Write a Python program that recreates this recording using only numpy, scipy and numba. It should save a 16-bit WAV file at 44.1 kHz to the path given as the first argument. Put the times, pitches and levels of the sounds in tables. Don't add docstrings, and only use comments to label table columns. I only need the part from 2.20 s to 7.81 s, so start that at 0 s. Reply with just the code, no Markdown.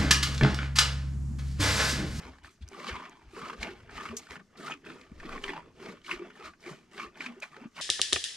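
import sys
import numpy as np
from scipy import signal
from scipy.io import wavfile
from scipy.ndimage import uniform_filter1d
from numba import njit

SR = 44100
rng = np.random.default_rng(int(sys.argv[2]) if len(sys.argv) > 2 else 0)


def inscribe(sig):
    pcm = np.round(np.clip(np.atleast_2d(sig).T, -1, 1) * 32767)
    wavfile.write(sys.argv[1], SR, pcm.astype(np.int16))


N = 247460
STEP_S = 0.002
LEFT_RIGHT = np.array([[1], [-1]])


def undb(db):
    return 10 ** (np.asarray(db) / 20)


def unit(x):
    return x / np.sqrt(np.mean(x ** 2))


def curve(table):
    s, *columns = np.transpose(table)
    return [np.interp(np.arange(N) / SR, s, c) for c in columns]


def smooth(v):
    return np.interp(np.arange(N) / SR, np.arange(len(v)) * STEP_S, v)


def walk(rate):
    k = int(SR / rate)
    steps = np.repeat(rng.standard_normal(N // k + 1), k)
    return 0.82 * uniform_filter1d(uniform_filter1d(steps, k), k)[:N]


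@njit
def sweep(x, hz, width):
    y, band, low = np.empty(len(x)), 0., 0.
    for i in range(len(x)):
        g, k = np.tan(np.pi * hz[i] / SR), width / hz[i]
        v = (band + g * (x[i] - low)) / (1 + g * (g + k))
        band, low, y[i] = 2 * v - band, low + 2 * g * v, k * v
    return y


def svf(x, hz, width):
    return sweep(x, np.full(len(x), hz), width)


@njit
def grains(n, sr, start, hz, t60, rise, size, glide):
    out = np.zeros(n)
    for e in range(len(start)):
        i0, up, span, phase = int(start[e] * sr), rise[e] * sr, t60[e] * sr, 0.
        for j in range(min(int(up + span), n - i0)):
            phase += 2 * np.pi * hz[e] * (1 + glide * j / span) / sr
            level = size[e] * min(1., j / up) * 1000. ** (-max(0., j - up) / span)
            out[i0 + j] += level * np.sin(phase)
    return out


def ring(x, modes, slosh_db, drift):
    out = 0
    for k, (hz, width, db) in enumerate(modes):
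        gain = (-1) ** k * undb(db + slosh_db * walk(40))
        out = out + gain * sweep(x, hz * (1 + drift * walk(9)), 1. * width)
    return out


def coloured(spectrum, flicker_db, wide_hz):
    f, db = np.transpose(spectrum)
    out = 0
    for hz in f[0] * 2 ** np.arange(0, np.log2(f[-1] / f[0]), 1 / 3):
        mid, side = (svf(rng.standard_normal(N), hz, hz / 4) for _ in range(2))
        gain = undb(np.interp(np.log(hz), np.log(f), db) + flicker_db * walk(45))
        out = out + gain * (mid + min(hz / wide_hz, .42) * side * LEFT_RIGHT)
    return unit(out)


def drops(count, scatter_db):
    when, big, sign = rng.random((count, 3)).T
    clicks = np.sign(sign - .5) * undb(-scatter_db * np.log(1.003 - big))
    x = np.zeros(N)
    np.add.at(x, (when * N).astype(int), clicks)
    return unit(x)


def bubbles(count, low_hz, high_hz, cycles, scatter_db):
    when, pitch, big = rng.random((count, 3)).T
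    hz = low_hz * (high_hz / low_hz) ** pitch
    size = undb(-scatter_db * np.log(1.01 - big))
    return unit(grains(N, 1. * SR, when * N / SR, hz, cycles / hz, 1.5 / hz, size, 0.28))


def clumps(count, length_s, depth):
    k = int(length_s * SR)
    lumps = np.abs(drops(count=count, scatter_db=0.5))
    lumps = uniform_filter1d(uniform_filter1d(lumps, k), k)
    return unit(1 + depth * lumps / np.mean(lumps))


EDGE_DB = 30.5
RISE_BEND, FALL_BEND = 1.37, 0.66
SPRAY_STEP_DB, SPRAY_ONSET_S = 23, 0.006


def swells(top, rise, hold, fall, db, lead=9, step_db=0):
    t = np.arange(0, N / SR, STEP_S)[:, None]
    before = np.clip((top - t) / rise, 0, 5)
    after = np.clip((t - top - hold) / fall, 0, 5)
    shut = np.clip((top - lead - t) / SPRAY_ONSET_S, 0, 1)
    drop_db = EDGE_DB * (before ** RISE_BEND + after ** FALL_BEND) + step_db * shut
    return undb(db - drop_db) ** 2 + 1e-18


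# top_s, rise_s, hold_s, fall_s, level_db, gurgle_db and spray_db (both relative to level_db),
# spray_lead_s (spray jumps up this long before top_s), hollow_db (relative), hollow_pitch_hz
SQUIRTS = [(0.0, 0.26, 0.085, 0.33, -52, -2.5, -11.5, .05, -8.5, 1030),
           (0.242, 0.069, 0.036, 0.23, -56.5, -7.5, -6, 0.0053, -5.5, 1310),
           (0.569, 0.14, 0.15, 0.72, -53, -1.5, -6.5, 0.078, 2, 1180),
           (0.696, 0.32, 0.073, 0.43, -44, -5, -17.5, 0.12, -2.5, 1080),
           (0.852, 0.088, 0.029, .1, -55.5, -8, -27, .05, 2, 1070),
           (1.173, 0.11, 0.13, 0.39, -47.5, -3.5, -9.5, 0.093, 1.5, 1228),
           (1.44, 0.12, 0.027, 0.38, -43, -2.5, -12.5, 0.14, -9.5, 1090),
           (1.767, 0.2, 0.13, 0.37, -46.5, -4.5, -10.5, 0.06, -2, 1256),
           (2.003, 0.15, 0.06, 0.2, -62, -6, 0.5, 0.058, -19, 1100),
           (2.105, 0.054, 0.065, 0.067, -51.5, -3.5, -8.5, 0.02, -7, 1236),
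           (2.194, 0.026, 0.016, 0.031, -61, 2, -22, .01, -6, 1210),
           (2.452, 0.21, 0.067, 0.13, -47.5, -1.5, -7, 0.0815, 2, 1242),
           (2.672, 0.084, 0.069, 0.18, -52.5, 2.5, -11, 0.02, -6, 1240),
           (2.766, 0.2, 0.043, 0.89, -56.5, -1.5, -10.5, 0.05, -3, 1270),
           (3.083, 0.18, 0.083, 0.15, -49, 3.5, -11, 0.13, -1.5, 1150),
           (3.247, 0.1, 0.061, 0.33, -47, -3, -9.5, 0.066, -1.5, 1060),
           (3.341, 0.074, 0.04, 0.14, -50, -3, -27, .02, 3, 925),
           (3.452, 0.059, 0.04, 0.053, -66, 6.5, -21, .03, -1, 1190),
           (3.631, 0.13, 0.095, 0.19, -49.5, 0.5, -12.5, 0.098, -4.5, 1180),
           (3.906, 0.077, 0.019, 0.16, -43.5, -5.5, -6, 0.051, 0, 1050),
           (3.972, 0.19, 0.091, 0.53, -54, 2, -24, .05, -7.5, 1190),
           (4.224, 0.17, 0.062, 0.12, -52.5, -3.5, -10.5, 0.091, 0.5, 1265),
           (4.468, 0.11, 0.052, 0.26, -49, -1.5, -8, 0.063, -6.5, 1120),
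           (4.79, 0.14, 0.066, 0.097, -48.5, -4, -9.5, 0.077, -0.5, 1140),
           (4.996, 0.16, 0.095, 0.47, -51, -3.5, -15, 0.037, -7.5, 1130),
           (5.226, 0.021, 0.004, 0.16, -42, -20, -7.5, 0.0041, -6.5, 1135),
           (5.319, 0.06, 0.082, 0.28, -58.5, -1, -15, 0.052, 2.5, 1280),
           (5.41, .04, 0.051, 0.046, -58, -1, -26, .02, -13, 1230),
           (5.602, 0.087, .05, .2, -43, -6.5, -13.5, 0.093, 2, 1020)]


def flow(relative_db, lag_s, slow_rise, slow_fall, **jump):
    top, rise, hold, fall, db = np.transpose(SQUIRTS)[:5]
    power = swells(top + lag_s, slow_rise * rise, hold, slow_fall * fall, db + relative_db, **jump)
    return smooth(np.sqrt(power.sum(axis=1)))


HOLLOW_LAG_S, HOLLOW_RISE_SLOWER = 0.009, 0.72
HOLLOW_SLOWER, HOLLOW_SAG_HZ_PER_S = 0.63, 570


def hollow(stream):
    top, rise, hold, fall, db, *_, note_db, note_hz = np.transpose(SQUIRTS)
    share = swells(top, rise, hold, fall, db)
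    since_s = np.clip(np.arange(len(share))[:, None] * STEP_S - top, -rise, hold + fall)
    sinking_hz = note_hz - HOLLOW_SAG_HZ_PER_S * since_s
    hz = smooth((share * sinking_hz).sum(axis=1) / share.sum(axis=1))
    hz = hz * (1 + 0.066 * walk(40))
    note = unit(sweep(sweep(stream, hz, 230.0), hz, 163.0))
    level = flow(note_db, HOLLOW_LAG_S, HOLLOW_RISE_SLOWER, HOLLOW_SLOWER)
    return note * level * undb(4.2 * walk(110))


# pitch_hz, width_hz, level_db (relative)
PAIL = [(852, 170, -2), (1266, 655, -2.5), (1643, 195, 3), (2007, 410, -3), (2368, 166, 1.5),
        (2717, 175, -4), (3260, 420, -7.5), (4880, 690, -16.5)]


def pail_and_froth(stream, waver):
    pail = unit(ring(stream, PAIL, slosh_db=3.0, drift=0.066))
    froth = bubbles(count=2500, low_hz=567.0, high_hz=3397, cycles=47.0, scatter_db=3.0)
    return unit(pail + undb(-3.5) * froth) * flow(0, 0, 0.82, 0.84) * undb(2.0 * waver)


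GURGLE_LAG_S, GURGLE_SLOWER = 0.011, 1.11
GURGLE_SIDE_DB = -10.5
# pitch_hz, width_hz, level_db (relative)
GURGLE = [(164.6, 30.3, -3), (244, 38, -0.5), (329, 58, 0), (379.8, 106, 2.5), (444.4, 206, -3.5),
          (670, 200, -13.5)]


def froth_gurgle():
    middle = unit(ring(drops(count=6000, scatter_db=1.5), GURGLE, slosh_db=1.0, drift=0.066))
    side = unit(ring(drops(count=6000, scatter_db=1.5), GURGLE[1:], slosh_db=2.5, drift=0.077))
    churn = middle + undb(GURGLE_SIDE_DB) * side * LEFT_RIGHT
    gurgle_db = np.transpose(SQUIRTS)[5]
    level = flow(gurgle_db, GURGLE_LAG_S, GURGLE_SLOWER, GURGLE_SLOWER)
    return churn * level * undb(0.39 * walk(29.1))


SPRAY_RISE_SLOWER, SPRAY_FALL_SLOWER = 1.16, 0.79
# pitch_hz, level_db_per_hz (relative)
SPRAY = [(2060, -7), (3500, -1), (4330, 7), (5090, -6), (5480, -1), (8470, -7), (10500, -28), (13300, -51),
         (14600, -46), (15500, -62)]


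def mist(lumpy, waver):
    spray_db, lead_s = np.transpose(SQUIRTS)[6:8]
    level = flow(spray_db, 0, SPRAY_RISE_SLOWER, SPRAY_FALL_SLOWER, lead=lead_s, step_db=SPRAY_STEP_DB)
    fizz = bubbles(count=5000, low_hz=2400, high_hz=9160, cycles=22.0, scatter_db=5.0)
    droplets = fizz * level * undb(-3.5 + 1.0 * waver)
    hiss = coloured(SPRAY, flicker_db=5.0, wide_hz=7540)
    spray = lumpy ** 0.56 * hiss * level * undb(0.35 * waver)
    return droplets, spray


def jet():
    waver = walk(45)
    lumpy = clumps(count=450, length_s=0.0024, depth=0.31)
    stream = lumpy * (drops(count=40000, scatter_db=1.5) + 0.41 * rng.standard_normal(N))
    droplets, spray = mist(lumpy, waver)
    body = pail_and_froth(stream, waver) + droplets + hollow(stream)
    return body, froth_gurgle(), spray


# start_s, level_db, pitch_hz, ring_s
THUMPS = [(0.033, -45, 61.7, 0.4), (0.217, -49.5, 60.6, 0.16), (0.405, -35.5, 64, 0.15),
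          (0.701, -34.5, 59.9, 0.1), (1.053, -44, 54.2, 0.05), (1.379, -35, 55.4, 0.091),
          (1.583, -51.5, 83, 0.27), (1.645, -58, 70, 0.15), (1.74, -41.5, 55.7, 0.075),
          (1.877, -47, 76.4, 0.22), (2.087, -49, 63.3, 0.13), (2.902, -45.5, 59.5, 0.29),
          (3.926, -51, 41.4, 0.051), (4.224, -58.5, 67.6, 0.42), (4.849, -51, 56.7, 0.078)]


def thumps():
    s, db, hz, ring_s = np.transpose(THUMPS)
    first = grains(N, 1. * SR, s, hz, ring_s, 1.92 / hz, undb(db), 0.033)
    bounce = grains(N, 1. * SR, s + 0.0297, 1.29 * hz, ring_s, 0.47 / hz, undb(db - 4.0), 0.053)
    return first + bounce


# time_s, level_db
RUMBLE = [(0.0, -62), (0.75, -81), (1.1, -64.5), (1.75, -56), (2.1, -73), (2.8, -69), (3.6, -65.5),
          (4.2, -76), (5.61, -77.5)]
# top_s, rise_s, hold_s, fall_s, level_db
SHUDDER = (3.03, .13, .24, .18, -48)
SHUDDER_REST_DB = -77


def floor_rumble():
    deep, upper = (unit(svf(svf(rng.standard_normal(N), hz, width), hz, width))
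                   for hz, width in ((19., 18.0), (68., 107.0)))
    shudder = smooth(np.sqrt(swells(*SHUDDER)[:, 0])) + undb(SHUDDER_REST_DB)
    return shudder * deep + undb(curve(RUMBLE)[0]) * upper


HUSH_DB = -73
# pitch_hz, level_db_per_hz (relative)
HUSH = [(59, -19), (100, 7), (227, 17.5), (416, -17), (718, -24), (1290, 8), (2320, -9), (6480, 2.5),
        (12200, -52), (15000, -59)]


def farmyard_hush():
    return undb(HUSH_DB) * coloured(HUSH, flicker_db=4.0, wide_hz=5000)


def bursts(s, peak_db, ring_s, rise_s):
    out, t = np.zeros(N), np.arange(N) / SR
    for at, db, t60, up in np.broadcast(s, peak_db, ring_s, rise_s):
        top = at + 0.0035
        near = slice(max(int((top - up) * SR), 0), int((top + 2 * t60) * SR))
        swell = np.clip(1 + (t[near] - top) / up, 0, 1) ** 2
        fade = undb(-60 * np.clip(t[near] - top, 0, 1) / max(t60, .005))
        out[near] += undb(db) * swell * fade
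    return out


SPLAT_RISE_SHARE = 0.092
# start_s, level_db, pitch_hz, spray_db (relative to level_db), ring_s
SPLATS = [(0.183, -39, 1530, -14, 0.02), (0.2446, -27, 1550, -41, 0.012), (0.422, -44.5, 3320, -4.5, 0.1),
          (0.515, -33, 780, -34, 0.023), (0.529, -39, 2300, -27, 0.04), (0.5955, -28.5, 2210, -18, 0.03),
          (0.679, -26.5, 3000, -5.5, 0.13), (0.692, -26.5, 1980, -20, 0.098),
          (0.7434, -27.5, 1070, -41, 0.06), (0.753, -24, 1090, -25, 0.04), (0.7648, -38, 1170, -32, 0.028),
          (0.8193, -31, 1038, -55, 0.13), (0.8522, -31, 1000, -54, 0.029), (1.016, -46, 1310, -30, 0.05),
          (1.164, -27.5, 1300, -35, 0.021), (1.2153, -25.5, 1155, -18, 0.062),
          (1.243, -33, 1150, -30, 0.025), (1.254, -28, 1270, -19, 0.11), (1.297, -22.5, 1190, -36, 0.04),
          (1.33, -31.5, 1120, -12, 0.045), (1.4134, -41.5, 2080, 5.5, 0.098),
          (1.428, -14.5, 2194, -12, 0.031), (1.445, -26.5, 2070, -26, 0.1), (1.469, -27, 2520, -22, 0.028),
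          (1.6922, -27.5, 1405, -33, 0.026), (1.802, -28, 1700, -34, 0.061),
          (1.8532, -23.5, 1240, -17.5, 0.095), (2.068, -32, 1500, -22, 0.015),
          (2.1059, -25, 2050, -8.5, 0.015), (2.155, -25.5, 1490, -30, 0.018),
          (2.163, -29, 1740, -30, 0.018), (2.195, -35, 1505, -21, 0.045), (2.357, -41, 1890, -39, 0.02),
          (2.466, -28.5, 1330, -10.5, 0.06), (2.478, -25, 1300, -25, 0.044), (2.497, -24, 790, -30, 0.036),
          (2.5085, -22.5, 1265, -41, 0.095), (2.519, -21.5, 2980, -29, 0.034),
          (2.536, -28, 2330, -14, 0.012), (2.6427, -40, 1610, -34, 0.076), (2.661, -31.5, 1430, -24, 0.028),
          (2.7, -30.5, 1275, -20, 0.045), (2.812, -36, 2260, -9, 0.018), (2.999, -30, 1740, -18, 0.06),
          (3.029, -33, 1110, -26, 0.086), (3.1246, -29, 1130, -17, 0.21), (3.1757, -31.5, 1800, -30, 0.029),
          (3.2382, -15, 2926, -16.5, 0.023), (3.2785, -21.5, 2030, -18, 0.045),
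          (3.29, -19.5, 1904, -30, 0.05), (3.301, -20.5, 2244, -36, 0.028),
          (3.815, -43.5, 2980, -12, 0.017), (3.845, -40.5, 2260, -4, 0.071), (3.8638, -30, 2900, -11, 0.06),
          (3.8905, -24.5, 1075, -26, 0.094), (3.911, -11, 2515, -26, 0.036), (3.926, -25, 2330, -22, 0.13),
          (4.05, -38, 1490, -25, 0.026), (4.1017, -34, 1550, -21, 0.026), (4.153, -41, 1720, -16, 0.022),
          (4.171, -42, 1280, -27, 0.028), (4.2235, -32.5, 1240, -25, 0.023), (4.241, -39, 1440, -25, 0.05),
          (4.256, -33.5, 1210, -6.5, 0.17), (4.3347, -36.5, 1520, -33, 0.023),
          (4.4727, -30.5, 2126, -17, 0.089), (4.796, -20, 1150, -22, 0.036), (4.803, -27, 2500, -24, 0.03),
          (5.0044, -21, 2310, -18.5, 0.07), (5.018, -31, 2090, -18, 0.028), (5.039, -30, 1570, -10, 0.16),
          (5.061, -18, 2400, -19.5, 0.04), (5.222, -23, 2410, -17, 0.027), (5.2287, -19.5, 2350, -26, 0.04),
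          (5.342, -34, 1820, -30, 0.028), (5.364, -31, 1295, -15.5, 0.032), (5.565, -34, 2800, -6, 0.081),
          (5.5788, -24, 2140, -29, 0.015), (5.586, -32, 1047, -40, 0.12)]


def splats():
    s, db, hz, spray_db, ring_s = np.transpose(SPLATS)
    own = grains(N, 1. * SR, s, hz, 0.42 * ring_s, 0.0024 + 0 * hz, undb(db - 10.5), 0.14)
    shaken = unit(ring(rng.standard_normal(N), PAIL, slosh_db=4.0, drift=0.054))
    nearest_hz = hz[np.searchsorted((s[1:] + s[:-1]) / 2, np.arange(N) / SR)]
    focused = unit(sweep(shaken + 0.27 * rng.standard_normal(N), nearest_hz, 1100.0))
    splash = unit(1.03 * shaken + focused)
    rise_s = 0.0016 + SPLAT_RISE_SHARE * ring_s
    pail = splash * bursts(s, db - 15.0, 0.76 * ring_s, rise_s)
    dull = signal.butter(1, 7000, fs=SR, output="sos")
    hiss = signal.sosfilt(dull, coloured(SPRAY, flicker_db=1.0, wide_hz=8950))
    spray = hiss * bursts(s, db + spray_db - 9.5, ring_s, 2.6 * rise_s)
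    return own + pail, spray


# pitch_hz, level_db_per_hz (relative)
SPATTER_COLOUR = [(2000, -8), (3600, -5), (6300, 2), (9000, -8), (15000, -34)]
# start_s, level_db, ring_s
SPATTERS = [(0.304, -59.5, 0.13), (0.476, -52, 0.0089), (0.485, -41.5, 0.0046), (0.893, -55.5, 0.0074),
            (1.965, -42, 0.098), (1.981, -47.5, 0.09), (1.992, -53, 0.019), (2.116, -52, 0.059),
            (2.537, -59, 0.013), (2.811, -64, 0.024), (3.222, -50, 0.015), (4.845, -58, 0.025),
            (4.97, -52, 0.05), (5.199, -57, 0.027)]


def spatters():
    noise = coloured(SPATTER_COLOUR, flicker_db=13.0, wide_hz=9000)
    return noise * bursts(*np.transpose(SPATTERS), rise_s=0.0031)


# start_s, level_db, pitch_hz, ring_s
GLUGS = [(0.408, -45.5, 204, 0.035), (0.513, -46.5, 391, 0.71), (0.576, -41.5, 427, 0.089),
         (0.686, -36.5, 490, 0.08), (1.132, -43.5, 360, 0.13), (1.166, -38.5, 391, 0.13),
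         (1.224, -36.5, 182, 0.037), (1.326, -43.5, 427, 0.11), (1.489, -38.5, 373, 0.14),
         (1.893, -38.5, 225, 0.22), (1.927, -36.5, 399, 0.13), (2.11, -40.5, 393, 0.045),
         (2.163, -44.5, 166.3, 0.16), (2.394, -41.5, 364, 0.074), (2.514, -47, 350, 0.074),
         (2.548, -48.5, 291, 0.16), (2.696, -36, 298, 0.044), (2.915, -34.5, 199, 0.0096),
         (3.048, -33.5, 334, 0.039), (3.125, -47, 228, 0.057), (3.235, -39.5, 393, 0.21),
         (3.292, -32.5, 369, 0.099), (3.598, -42.5, 378, 0.14), (3.682, -41.5, 180, 0.053),
         (3.925, -34, 353, 0.083), (3.995, -35, 346.7, 0.17), (4.015, -34, 363, 0.084),
         (4.194, -39.5, 390, 0.052), (4.465, -36.5, 340, 0.13), (4.51, -38.5, 172, 0.05),
         (4.757, -41.5, 396, 0.095), (4.846, -43, 426, 0.13), (4.999, -39.5, 300, 0.037),
         (5.061, -38, 240, 0.22), (5.165, -44, 369, 0.11), (5.37, -45.5, 420, 0.069),
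         (5.412, -40, 233, 0.056), (5.453, -29.5, 229, 0.029)]


def glugs():
    s, db, hz, ring_s = np.transpose(GLUGS)
    twin = 1 + 0.149 * rng.standard_normal(len(s))
    main = grains(N, 1. * SR, s, hz, ring_s, 1.49 / hz, undb(db - 2.0), 0.073)
    second_size = undb(db - 6.5) * np.clip(ring_s / 0.06, 0, 1) ** 2
    second = grains(N, 1. * SR, s + 0.00602, twin * hz, 1.5 * ring_s, 3.6 / hz, second_size, 0.1)
    return (main + second) * undb(1.9 * walk(150))


def doorway(x, t60_s, wet_db, bass_db):
    t = np.arange(int(.15 * SR)) / SR
    out = []
    for _ in range(2):
        noise = rng.standard_normal(len(t))
        bright = svf(svf(noise, 2560.0, 9600.0), 2300.0, 9900.0)
        low = undb(bass_db) * svf(noise, 120.0, 430.0)
        tail = (bright + low) * undb(-60 * t / t60_s) * (t > .002)
        echo = signal.fftconvolve(x, tail / np.sqrt(np.sum(tail ** 2)))[:N]
        out.append(x + undb(wet_db) * echo)
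    return np.array(out)


PAIL_LEFT_LAG, SPRAY_LEFT_LAG = 2, 1
SPRAY_LAG_BELOW_HZ = 11300
SPRAY_RIGHT_DB = 0.1


def scene():
    stream, gurgle, jet_spray = jet()
    boards = (thumps() + floor_rumble()) * undb([[.7], [-.7]])
    hush = farmyard_hush()
    splat, splat_spray = splats()
    treble = (jet_spray + splat_spray + spatters()) * undb(np.array([[-.5], [.5]]) * SPRAY_RIGHT_DB)
    near = doorway(stream + splat + glugs(), t60_s=0.093, wet_db=-12.0, bass_db=-4.5) + gurgle
    near[0] = np.pad(near[0], (PAIL_LEFT_LAG, 0))[:N]
    split = signal.butter(2, SPRAY_LAG_BELOW_HZ, fs=SR, output="sos")
    lower = signal.sosfiltfilt(split, treble[0])
    treble[0] += np.pad(lower, (SPRAY_LEFT_LAG, 0))[:N] - lower
    return near + boards + treble + hush


def record(dry):
    soft = signal.sosfilt(signal.butter(4, 13800, fs=SR, output="sos"), dry)
    return signal.sosfilt(signal.ellip(8, .2, 70, 15200, fs=SR, output="sos"), soft)


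dry = scene()
out = record(dry)
inscribe(out)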